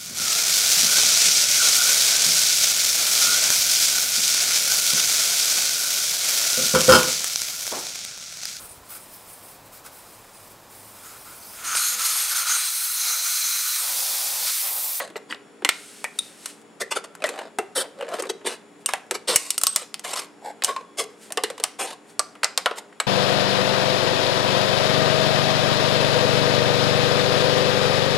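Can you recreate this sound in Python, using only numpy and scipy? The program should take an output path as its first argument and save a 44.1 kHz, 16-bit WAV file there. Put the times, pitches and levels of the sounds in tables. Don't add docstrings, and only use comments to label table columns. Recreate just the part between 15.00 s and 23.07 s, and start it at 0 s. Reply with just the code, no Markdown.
import sys
import numpy as np
from scipy import signal
from scipy.fft import rfft, irfft, next_fast_len
from scipy.io import wavfile
from scipy.ndimage import uniform_filter1d

SR = 44100
rng = np.random.default_rng(int(sys.argv[2]) if len(sys.argv) > 2 else 0)


def unload_audio(sound):
    columns = np.transpose(np.atleast_2d(sound))
    steps = np.round(np.clip(columns, -1, 1) * 32767)
    wavfile.write(sys.argv[1], SR, steps.astype(np.int16))


def level_to_linear(level):
    exponent = np.asarray(level, float) / 20
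    return 10 ** exponent


N = 355798

# frequency in Hz, level in dB per Hz.
HISS = [(24, -59), (60, -30), (100, -24), (181, -3), (417, -3.5), (707, -8.5), (763, -7), (957, -10),
        (2370, -16.5), (3050, -20.5), (3290, -22.5), (4800, -26), (6300, -31.5), (7000, -18.5), (7600, -26),
        (9400, -28), (10100, -24.5), (10800, -30), (16500, -62.5)]
HISS_DB = -52
# frequency in Hz, rms level in dB.
WHIR = [(117, -76), (175, -71.5), (217, -65), (292, -60), (351, -89.5), (409, -59.5), (466, -65),
        (526, -90.5), (3391, -73), (5480, -76.5), (15734, -98)]
# time in seconds, peak of the snap in dB, thud in dB.
THUDS = [(0.648, -5, -69), (0.69, 1, -69), (2.24, -5, -75), (2.586, -9, -69), (2.762, -10, -71),
         (3.859, 1, -68), (3.935, -7, -66), (4.357, 1, -48), (4.578, 0, -63), (4.633, 2, -68),
         (4.668, 6, -64), (4.76, 1, -70), (5.645, 0, -62), (6.437, -7, -77), (6.637, 4, -76),
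         (7.192, 1, -73), (7.434, 1, -61), (7.575, 1, -78), (7.658, 0, -66), (8.0, -10, -76)]
# low edge in Hz, high edge in Hz, t60 in seconds, level in dB.
ROOM = [
    (196, 940, 0.54, -14.5),
    (1000, 3200, 0.35, -13.5),
    (3500, 7430, 0.34, -17),
    (7840, 20000, 0.31, -22.5),
]
# time in seconds, level in dB.
RUBS = [
    [(0.72, -45), (0.8, -42.5), (1.0, -44.5), (1.12, -54.5), (1.25, -43.5), (1.356, -51), (1.5, -40.5),
     (1.56, -56), (1.63, -61)],
    [(3.78, -70), (3.817, -58), (3.84, -72)],
    [(6.1, -59), (6.166, -68), (6.228, -45), (6.3, -53)],
    [(7.0, -88), (7.03, -79), (7.1, -49), (7.17, -72)],
]
# frequency in Hz, level in dB per Hz.
RUB_TONE = [(470, -57.5), (800, -39), (1300, 4), (2130, 4), (5000, 4), (6500, 2.5), (8500, 8), (11000, 0.5),
            (16000, -19)]

# frequency in Hz, level in dB.
METAL = [(50, -37.5), (200, -9), (330, -4), (450, 1), (1000, -4), (2500, -6.5), (5000, -4), (6700, -5.5),
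         (8500, -1), (11000, -8.5), (13000, -13.5), (15800, -16), (16400, -41.5)]
# low edge in Hz, high edge in Hz, t60 after a snap in seconds.
BANDS = [
    (520, 2830, 0.063),
    (1230, 4800, 0.042),
    (5100, 13300, 0.033),
]
BODY, WALL, EDGE = BANDS
# frequency in Hz, level in dB, t60 in seconds.
CAN = [(782, -22, 0.058), (1100, -6.5, 0.21), (1340, -0.5, 0.0553), (2020, -13, 0.21), (2920, -7.5, 0.31),
       (4150, -7, 0.0091), (5120, -41, 0.18), (6420, -21, 0.041), (7340, -24.5, 0.16), (7400, -32, 0.16),
       (8183, -36.5, 0.97), (8840, -43.5, 5.0)]
CAN_SNAP_DB, CAN_STROKE_DB, CAN_SCATTER_DB = -13, -5, 10.5

# start in seconds, level in dB, pitch in Hz, t60 in
# seconds.
PINGS = [(.002, -24, 1950, .04), (.161, -35, 1940, .06), (.3, -37, 4650, .035), (.307, -28, 3050, .025),
         (.309, -31, 1960, .04), (.649, -29, 370, .05), (.649, -21, 2030, .05), (.691, -21, 2120, .05),
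         (1.0432, -21, 2370, .04), (1.0442, -27, 1880, .05), (1.1882, -18, 9210, .028),
         (1.1886, -16, 3720, .025), (1.1892, -33, 3760, .07), (1.8152, -33, 480, .06),
         (1.8172, -22, 1885, .04), (1.9202, -22, 2920, .03), (1.9632, -23, 1410, .045),
         (1.9634, -33, 480, .08), (2.2212, -28, 2500, .025), (2.2412, -20, 1900, .055),
         (2.2792, -29, 2500, .03), (2.5862, -22, 810, .04), (2.5864, -22, 1400, .04),
         (2.5866, -28, 2010, .04), (2.5868, -28, 2700, .04), (2.5882, -30, 410, .1),
         (2.7752, -27, 3090, .09), (2.7802, -28, 420, .1), (3.0102, -32, 3000, .025),
         (3.0252, -33, 3000, .025), (3.3012, -33, 430, .05), (3.4702, -35, 2010, .06),
         (3.4712, -29, 3510, .05), (3.8602, -15, 8700, .018), (3.8612, -26, 2910, .03),
         (3.9352, -26, 1975, .045),
         (4.2802, -28, 1915, .15), (4.2902, -28, 470, .12), (4.5802, -16, 8800, .018),
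          (4.6352, -29, 1275, .024), (4.6682, -27, 1310, .028), (4.6692, -23, 8260, .13),
          (4.6694, -35, 6400, .06), (5.4202, -41, 780, .04), (5.4502, -35, 830, .08),
          (5.4702, -34, 850, .06), (5.5002, -38, 700, .04), (5.6822, -23, 1088, .13),
          (5.6824, -30, 1490, .06), (5.6902, -29, 520, .06), (5.7632, -25, 1080, .07),
          (5.9992, -33, 445, .14), (6.0002, -27, 1100, .05), (6.3752, -23, 2890, .03),
          (6.3762, -25, 1985, .034), (6.3764, -30, 765, .07), (6.3782, -23, 1115, .045),
          (6.4392, -28, 4120, .05), (6.4394, -23, 1915, .04), (6.4422, -25, 2910, .045),
          (7.1942, -17, 1250, .03), (7.1944, -32, 565, .04), (7.1946, -19, 8100, .02),
          (7.5772, -20, 5200, .022), (7.6592, -17, 790, .05), (7.6594, -14, 1250, .035),
          (7.6596, -24, 2150, .04), (7.6598, -24, 2930, .04), (7.6602, -24, 605, .035),
          (7.7122, -27, 1200, .035), (8.0008, -24, 1370, .04), (8.001, -24, 2280, .04),
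          (8.0012, -25, 7820, .025)]
KNOT_CYCLES = 6.03

# full bite in seconds, length in seconds, force in dB,
# pitch in Hz, brightness in dB.
SNIPS = [(.002, 0.11, -23, 1110, -8.5), (.312, 0.054, -30.5, 520, -8), (1.814, 0.028, -22.5, 540, 2),
         (1.92, 0.029, -14, 1174, -7.5), (1.967, 0.038, -21, 845, -1.5), (2.046, 0.016, -29, 664, -4.5),
         (2.845, 0.05, -32.5, 520, -14.5), (3.472, 0.04, -22.5, 497, 4.5), (4.152, .025, -20, 774, -2),
         (5.996, 0.049, -18, 1140, 1.5), (5.69, 0.066, -19, 1040, -10), (3.453, 0.013, -23.5, 410, -16),
         (7.775, 0.044, -34, 814, 0.5)]
# full bite in seconds, length in seconds, force in dB,
# pitch in Hz, brightness in dB.
RASPS = [(2.25, 0.082, -32, 600, -10), (2.39, 0.086, -34.5, 670, -18), (3.15, 0.091, -38.5, 764, -9),
         (3.49, 0.062, -32.5, 496, -1), (3.886, 0.087, -37.5, 900, 0.5), (4.285, 0.074, -23, 540, 7),
         (4.38, 0.17, -45, 535, 16.5), (4.64, 0.12, -40.5, 1210, 8), (4.77, 0.066, -32.5, 1190, 0),
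         (5.05, 0.19, -36, 513, 4), (5.66, 0.052, -42.5, 583, 6), (6.87, 0.066, -31, 890, -4),
         (3.165, .03, -36, 1080, -6)]
# full bite in seconds, length in seconds, force in dB,
# pitch in Hz, brightness in dB.
SQUEAKS = [
    (2.345, 0.069, -34.5, 770, -13.5),
    (2.99, 0.071, -38.5, 560, -18),
    (3.115, 0.031, -26, 703, -18),
    (5.455, 0.048, -28, 826, -13.5),
    (5.79, 0.027, -39, 1050, -19),
]
# full bite in seconds, length in seconds, force in dB,
# pitch in Hz, brightness in dB.
JABS = [(.167, 0.014, -30, 900, -5), (.3, 0.013, -45, 1110, -11), (3.142, 0.014, -21.5, 660, -8.5),
        (3.199, 0.016, -23, 417, -2), (3.299, .014, -20, 448, -1), (3.272, 0.0089, -26, 420, -10),
        (5.048, 0.016, -26, 1030, 0), (5.078, 0.016, -37.5, 1000, 5), (5.094, 0.015, -32.5, 805, 5),
        (5.113, 0.013, -25.5, 1100, 0.5), (5.136, 0.012, -26.5, 1000, 6.5), (5.162, 0.012, -27, 1030, 7),
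        (5.175, 0.016, -26, 1000, 4.5), (5.193, .016, -24, 1190, 5), (6.798, 0.02, -25.5, 735, -6.5),
        (6.813, .012, -26.5, 680, 3.5), (6.909, 0.01, -28, 754, -4), (6.93, 0.01, -31, 1090, -5),
        (6.633, 0.0073, -28, 700, -9), (7.784, 0.015, -27.5, 900, 3)]
# full bite in seconds, length in seconds, force in dB,
# pitch in Hz, brightness in dB.
TEARS = [
    (2.764, 0.0585, -25, 545, 8.5),
    (6.8, 0.06, -23, 782, 0.5),
]
# seconds to bite, extra lead as a share of the length, sag by the end in dB,
# seconds to let go, level of the wall in dB, level of the singing air in dB.
SNIP = (0.004, 0.46, -26, 0.01, 3, -28)
RASP = (0.013, 0.02, -7, 0.04, 4.5, -34)
SQUEAK = (0.045, -0.1, -2.5, 0.035, -1, -18)
JAB = (0.003, 0.56, -18.5, 0.008, 3, -22)
TEAR = (0.012, 0.09, -5, 0.014, 1.5, -21.5)
REST_DB, HALF_BITE_DB = -28, -8
WALL_FOLLOWS = 0.6
JUDDER_DB, HARD_JUDDER_DB = 3.0, 0.7

# time in seconds, strength in dB, pitch in Hz, tear in dB.
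TICKS = [(0.101, -33.5, 344, -5), (2.203, -35.5, 640, -11), (2.259, -34, 555, 13), (2.266, -24, 570, 2),
         (2.29, -21.5, 432, 6), (2.311, -27, 586, -16), (2.339, -27, 770, -24), (2.377, -28, 766, -15),
         (2.389, -20.5, 815, -5), (2.841, -26, 550, -26), (2.988, -35, 485, -11), (3.024, -21, 553, -16),
         (3.046, -29, 546, -32), (3.067, -33, 580, -11), (3.088, -27.5, 590, -4), (3, -30, 517, -20),
         (3.103, -38, 637, -20), (3.116, -31, 694, -22), (3.124, -29.5, 754, -22), (3.133, -27, 705, -13),
         (3.186, -22, 494, -16), (3.235, -22, 1200, -17), (3.254, -26, 460, -5), (3.412, -37, 380, -21),
         (4.818, -31, 498, 2), (6.039, -34, 458, -13.5), (6.122, -59, 390, -11), (6.304, -30, 666, -3),
         (6.579, -26, 1120, -2.5), (7.353, -30, 1360, -8), (1.615, -52, 900, 11), (2.278, -28, 1290, -8),
         (2.359, -29, 795, -6), (2.416, -27, 900, -14), (3.081, -25, 564, -25), (3.095, -32, 595, -22),
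         (3.11, -34, 650, -22), (4.005, -52, 900, 6), (4.065, -54, 900, 5), (7.76, -44.5, 900, 11),
         (7.926, -34, 1900, -18)]
# time in seconds, strength in dB, pitch in Hz,
# tear of the edge in dB, spread to the rest of the can in dB.
CRACKS = [(0.3247, -15, 1900, -31, -45), (0.3457, -27.5, 2950, -18, -9), (0.648, -3.5, 2170, -11, -12.5),
          (0.6906, 1, 2415, -8, -20.5), (1.042, -21, 2330, -1.5, 1), (1.1884, -15.5, 3500, -5, -42),
          (2.1518, -35, 1650, -1.5, -1.5), (3.8601, -29.5, 3500, 18.5, -6), (3.9356, -11.5, 2030, -5, -3.5),
          (4.3595, -3.5, 2200, 4.5, -17), (4.505, -13, 3560, 4, -28), (4.5796, -25, 2940, 15, -18),
          (4.6353, -13.5, 3800, 9.5, -15), (4.6686, -5, 4020, 2.5, -20), (4.7608, -8, 3500, 5, -11.5),
          (4.9422, -17.5, 3120, -2, -25), (4.9943, -30.5, 3200, 1.5, -7), (5.6218, -16, 2500, -17, -9.5),
          (5.6375, -16.5, 4250, 4.5, -20), (5.646, -10.5, 3880, 4.5, -15), (6.322, -28, 2290, 6.5, -3),
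          (6.6383, -9, 3130, -0.5, -11.5), (7.1935, -6, 4330, -8.5, -13), (7.434, -18, 4400, -2, -10.5),
          (7.4437, -3.5, 4900, -13, -13), (7.576, -5, 3680, -6, -11.5)]
# time in seconds, strength in dB, pitch in Hz,
# tear of the edge in dB, spread to the rest of the can in dB.
POPS = [(0.001, -18, 1250, -8, -10), (0.157, -21, 427, -45, -40), (0.621, -26.5, 380, -20, -31),
        (1.458, -32, 1250, 15.5, 8), (2.221, -22, 640, -13, -8), (2.24, -9.5, 650, -13, -3.5),
        (2.586, -13, 407, -3, -13), (3.009, -20, 560, -15.5, -21), (3.223, -21, 380, 2, -17),
        (3.889, -12, 1220, -8, -12), (4.11, -11, 416, -1, -4), (4.614, -28.5, 1190, 15.5, 3),
        (5.763, -20.5, 1000, -10.5, -1.5), (6.373, -13.5, 496, -0.5, 1), (6.436, -12.5, 432, 2, 0),
        (6.501, -19.5, 490, -6, -7), (6.599, -25, 473, 1, 0), (7.4318, -10, 1320, -17, -1),
        (7.659, -3.5, 1180, -10.5, -4), (7.711, -17.5, 554, -20, -4), (8.0005, -12, 1136, -2, 2)]
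# drive, edge drive, spread drive, and how clearly its pitch rings, all in dB.
CRACK = (3.5, 6, 4.5, -4.5)
POP = (1.5, 4, 3.5, -5.5)
TICK = (1, 1, 0, -2.5)
TICK_SPREAD, SPIKE_DB = 0.55, 8.5
RING_CYCLES, BODY_FROM = 6, 0.41
BREAK_T60_S, CRACK_BREAK_DB, POP_BREAK_DB = 0.0051, 4.5, -11


def tone(table, hz):
    f, db = np.transpose(table)
    return level_to_linear(np.interp(np.log(np.maximum(hz, 1)), np.log(f), db))


def coloured(table, channels):
    n = next_fast_len(N, True)
    gain = tone(table, np.fft.rfftfreq(n, 1 / SR))
    x = irfft(rfft(rng.standard_normal((channels, n))) * gain, n)[:, :N]
    return x / x.std()


def band(x, lo, hi):
    return signal.sosfilt(signal.butter(2, (lo, hi), "band", fs=SR, output="sos"), x)


def steep(x, lo, hi):
    b, a = signal.butter(2, (lo, hi), "band", fs=SR)
    return signal.lfilter(b, a, signal.lfilter(b, a, x))


def causal(x, table):
    cepstrum = irfft(np.log(tone(table, np.fft.rfftfreq(2048, 1 / SR))))
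    cepstrum[1:1024] *= 2
    cepstrum[1025:] = 0
    response = irfft(np.exp(rfft(cepstrum)))[:1024]
    return signal.fftconvolve(x, response)[:N]


def add(out, x, s):
    i = int(s * SR)
    out[i:i + len(x)] += x[:len(out) - i]


def curve(rows):
    s, *columns = np.transpose(rows)
    t = np.arange(s[0], s[-1], 1 / SR)
    fade = np.clip(np.minimum(t - s[0], s[-1] - t) / 0.00437, 0, 1)
    return fade, [np.interp(t, s, c) for c in columns]


def dying(t60):
    return np.exp(-np.log(1000) / t60 * np.arange(int(0.16 * SR)) / SR)


def camcorder():
    t = np.arange(N) / SR
    mid, side = coloured(HISS, channels=2)
    hiss = mid + 0.45 * side * np.array([[1], [-1]])
    hiss = level_to_linear(HISS_DB) * hiss * level_to_linear([[0.8], [-0.8]])
    whir = 0
    for hz, db in WHIR:
        points = np.clip(rng.standard_normal((2, N // 3000)), -1.5, 1.5)
        level, phase = [np.interp(t, np.linspace(0, N / SR, len(p)), p) for p in points]
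        line = np.sin(2 * np.pi * hz * t + 0.5 * phase)
        whir = whir + level_to_linear(db + 3.9 * level) * np.sqrt(2) * line
    return hiss + whir


def thuds():
    taps = np.zeros(N)
    for s, _, db in THUDS:
        taps[int(s * SR)] = level_to_linear(db + 58.0)
    return band(taps, 22, 200) * level_to_linear([[4.0], [-7.0]])


def room(x):
    t = np.arange(SR // 2) / SR
    tails = 0
    for lo, hi, t60, db in ROOM:
        mid, side = band(rng.standard_normal((2, len(t))), lo, hi)
        shape = 1000.0 ** (-t / t60) * np.clip(t / 0.00078, 0, 1)
        shape = level_to_linear(db) * shape / np.linalg.norm(shape)
        tails = tails + shape * (mid + 0.36 * side * np.array([[1], [-1]]))
    skew = level_to_linear(-24) * band(np.roll(x, 131) - np.roll(x, 347), 394, 6000)
    skew = skew + level_to_linear(-13) * band(np.roll(x, 9) - np.roll(x, 61), 7600, 17200)
    skew = skew + level_to_linear(-19.5) * band(x, 7000, 16000)
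    direct = np.array([level_to_linear(-1.03) * x + skew, level_to_linear(-1.5) * x - skew])
    return direct + signal.fftconvolve(x[None], tails, axes=1)[:, :N]


def rub():
    out = np.zeros(N)
    for rows in RUBS:
        fade, (db,) = curve(rows)
        add(out, fade * level_to_linear(db), rows[0][0])
    return out * coloured(RUB_TONE, channels=1)[0]


def ring(hz, t60):
    decay = dying(t60)
    return np.sin(2 * np.pi * hz * np.arange(len(decay)) / SR) * decay


def wall(lo, hi, t60, break_db=-30):
    decay = 0.79 * dying(0.018) + dying(t60) + 0.11 * dying(5.8 * t60)
    decay = decay + level_to_linear(break_db) * dying(BREAK_T60_S)
    return steep(rng.standard_normal(len(decay)) * decay, lo, hi)


def can(damping):
    gains = level_to_linear(CAN_SCATTER_DB * rng.standard_normal(len(CAN)))
    gains = gains * np.sign(rng.standard_normal(len(CAN)))
    x = sum(g * level_to_linear(db) * ring(hz, damping * min(t60, 0.1)) for g, (hz, db, t60) in zip(gains, CAN))
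    return x / np.linalg.norm(x)


def pings():
    out = np.zeros(N)
    for s, db, hz, t60 in PINGS:
        half_width = KNOT_CYCLES / t60
        knot = wall(max(hz - half_width, hz / 2), hz + half_width, t60)
        knot = knot / np.abs(knot).max() + 0.72 * ring(hz, 0.89 * t60)
        add(out, level_to_linear(db + 8.5) * knot, s)
    return out


def bites():
    kinds = (SNIPS, SNIP), (RASPS, RASP), (SQUEAKS, SQUEAK), (JABS, JAB), (TEARS, TEAR)
    for rows, (bite_s, share, sag_db, go_s, wall_db, sing_db) in kinds:
        for s, length, db, hz, edge_db in rows:
            start = max(s - bite_s - share * length, 0)
            end = s + length
            shape = [(start, db + REST_DB), ((start + s) / 2, db + HALF_BITE_DB), (s, db),
                     (end, db + sag_db), (end + go_s, db + sag_db + REST_DB)]
            yield shape, wall_db + WALL_FOLLOWS * edge_db, edge_db, hz, sing_db


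def strokes():
    out = np.zeros(N)
    for rows, wall_db, edge_db, boom_hz, sing_db in bites():
        fade, (db,) = curve(rows)
        n = len(fade)
        force = np.clip((db + np.maximum(edge_db, wall_db) + 44.5) / 18, 0, 1)
        rate = 1200 * 10.0 ** force / SR
        judder = uniform_filter1d(np.repeat(rng.standard_normal(100), 220), 150)[:n]
        judder_db = (JUDDER_DB + (HARD_JUDDER_DB - JUDDER_DB) * force) * judder
        when, size, sign = rng.random((3, SR // 2))[:, :n]
        size_db = -3.2 * np.log(size + 0.0088) + judder_db - 5.0
        slips = (when < rate) * level_to_linear(size_db) * np.sign(sign - 0.5) * fade / np.sqrt(rate)
        held = [(0.31 * boom_hz, 2.32 * boom_hz, BODY[2]), WALL, EDGE]
        tap = np.arange(int(0.16 * SR)) == 0
        parts = [wall(lo, hi, 0.24 * t60) + 12.9 * steep(tap, lo, hi) for lo, hi, t60 in held]
        parts[0] = parts[0] / np.linalg.norm(parts[0]) + level_to_linear(sing_db) * ring(boom_hz, 0.055)
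        parts[1] = parts[1] / np.linalg.norm(parts[1]) + level_to_linear(CAN_STROKE_DB) * can(0.24)
        for part, level_db in zip(parts, (db, db + wall_db, db + edge_db)):
            part = part / np.linalg.norm(part)
            add(out, signal.fftconvolve(slips * level_to_linear(level_db), part), rows[0][0])
    return out


def dents():
    ticks = [(*row, TICK_SPREAD * row[3]) for row in TICKS]
    kinds = (CRACKS, CRACK, True), (POPS, POP, False), (ticks, TICK, False)
    for rows, (drive_db, edge_db, spread_db, ring_db), high in kinds:
        for s, db, hz, tear_db, rest_db in rows:
            rest_db = rest_db + spread_db
            body_db, wall_db = (rest_db, 0) if high else (0, rest_db)
            yield s, db + drive_db, (body_db, wall_db, tear_db + edge_db), hz, ring_db, high


def snaps():
    spike = band(np.arange(64) == 8, 3000, 14000)
    spike = spike / np.abs(spike).max()
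    out = np.zeros(N)
    for s, db, share_db, hz, ring_db, high in dents():
        if high:
            rows = BODY, (hz / 1.59, hz * 1.8, EDGE[2]), EDGE
            break_db, rise = CRACK_BREAK_DB, 12
        else:
            rows = (BODY_FROM * hz, *BODY[1:]), WALL, EDGE
            break_db, rise = POP_BREAK_DB, 36
        parts = [wall(*row, break_db) for row in rows]
        pop = sum(level_to_linear(d + 2.5) * p / np.abs(p).max() for d, p in zip(share_db, parts))
        cluster = wall(0.8 * hz, 1.2 * hz, 13.5 / hz ** 0.89)
        dent = 0.71 * ring(hz, RING_CYCLES / hz ** 0.72) + 0.9 * cluster / np.abs(cluster).max()
        pop = pop + level_to_linear(ring_db) * dent
        pop = pop + level_to_linear(CAN_SNAP_DB) * np.linalg.norm(pop) * can(0.57)
        pop[:64] += level_to_linear(share_db[2] + SPIKE_DB) * spike
        pop[:rise] *= np.linspace(0.2, 1, rise)
        add(out, level_to_linear(db) * pop, s)
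    return out


def scene():
    metal = causal(snaps() + strokes() + pings(), METAL)
    return room(metal + rub()) + camcorder() + thuds()


def low_pass(x):
    return signal.sosfilt(signal.butter(12, 16660, fs=SR, output="sos"), x)


def record(dry):
    pole = 1 / (0.15 * SR)
    held = signal.lfilter([pole], [1, pole - 1], np.mean(dry ** 2, axis=0))
    x = dry / (1 + held / level_to_linear(-61.0)) ** 0.12
    clipped_off = x - np.clip(x, -0.85, 0.85)
    x = x - band(clipped_off, 250, 16000)
    x = signal.sosfiltfilt(signal.ellip(8, 0.1, 60, 16300, fs=SR, output="sos"), x)
    return low_pass(x)


dry = scene()
out = record(dry)
unload_audio(out)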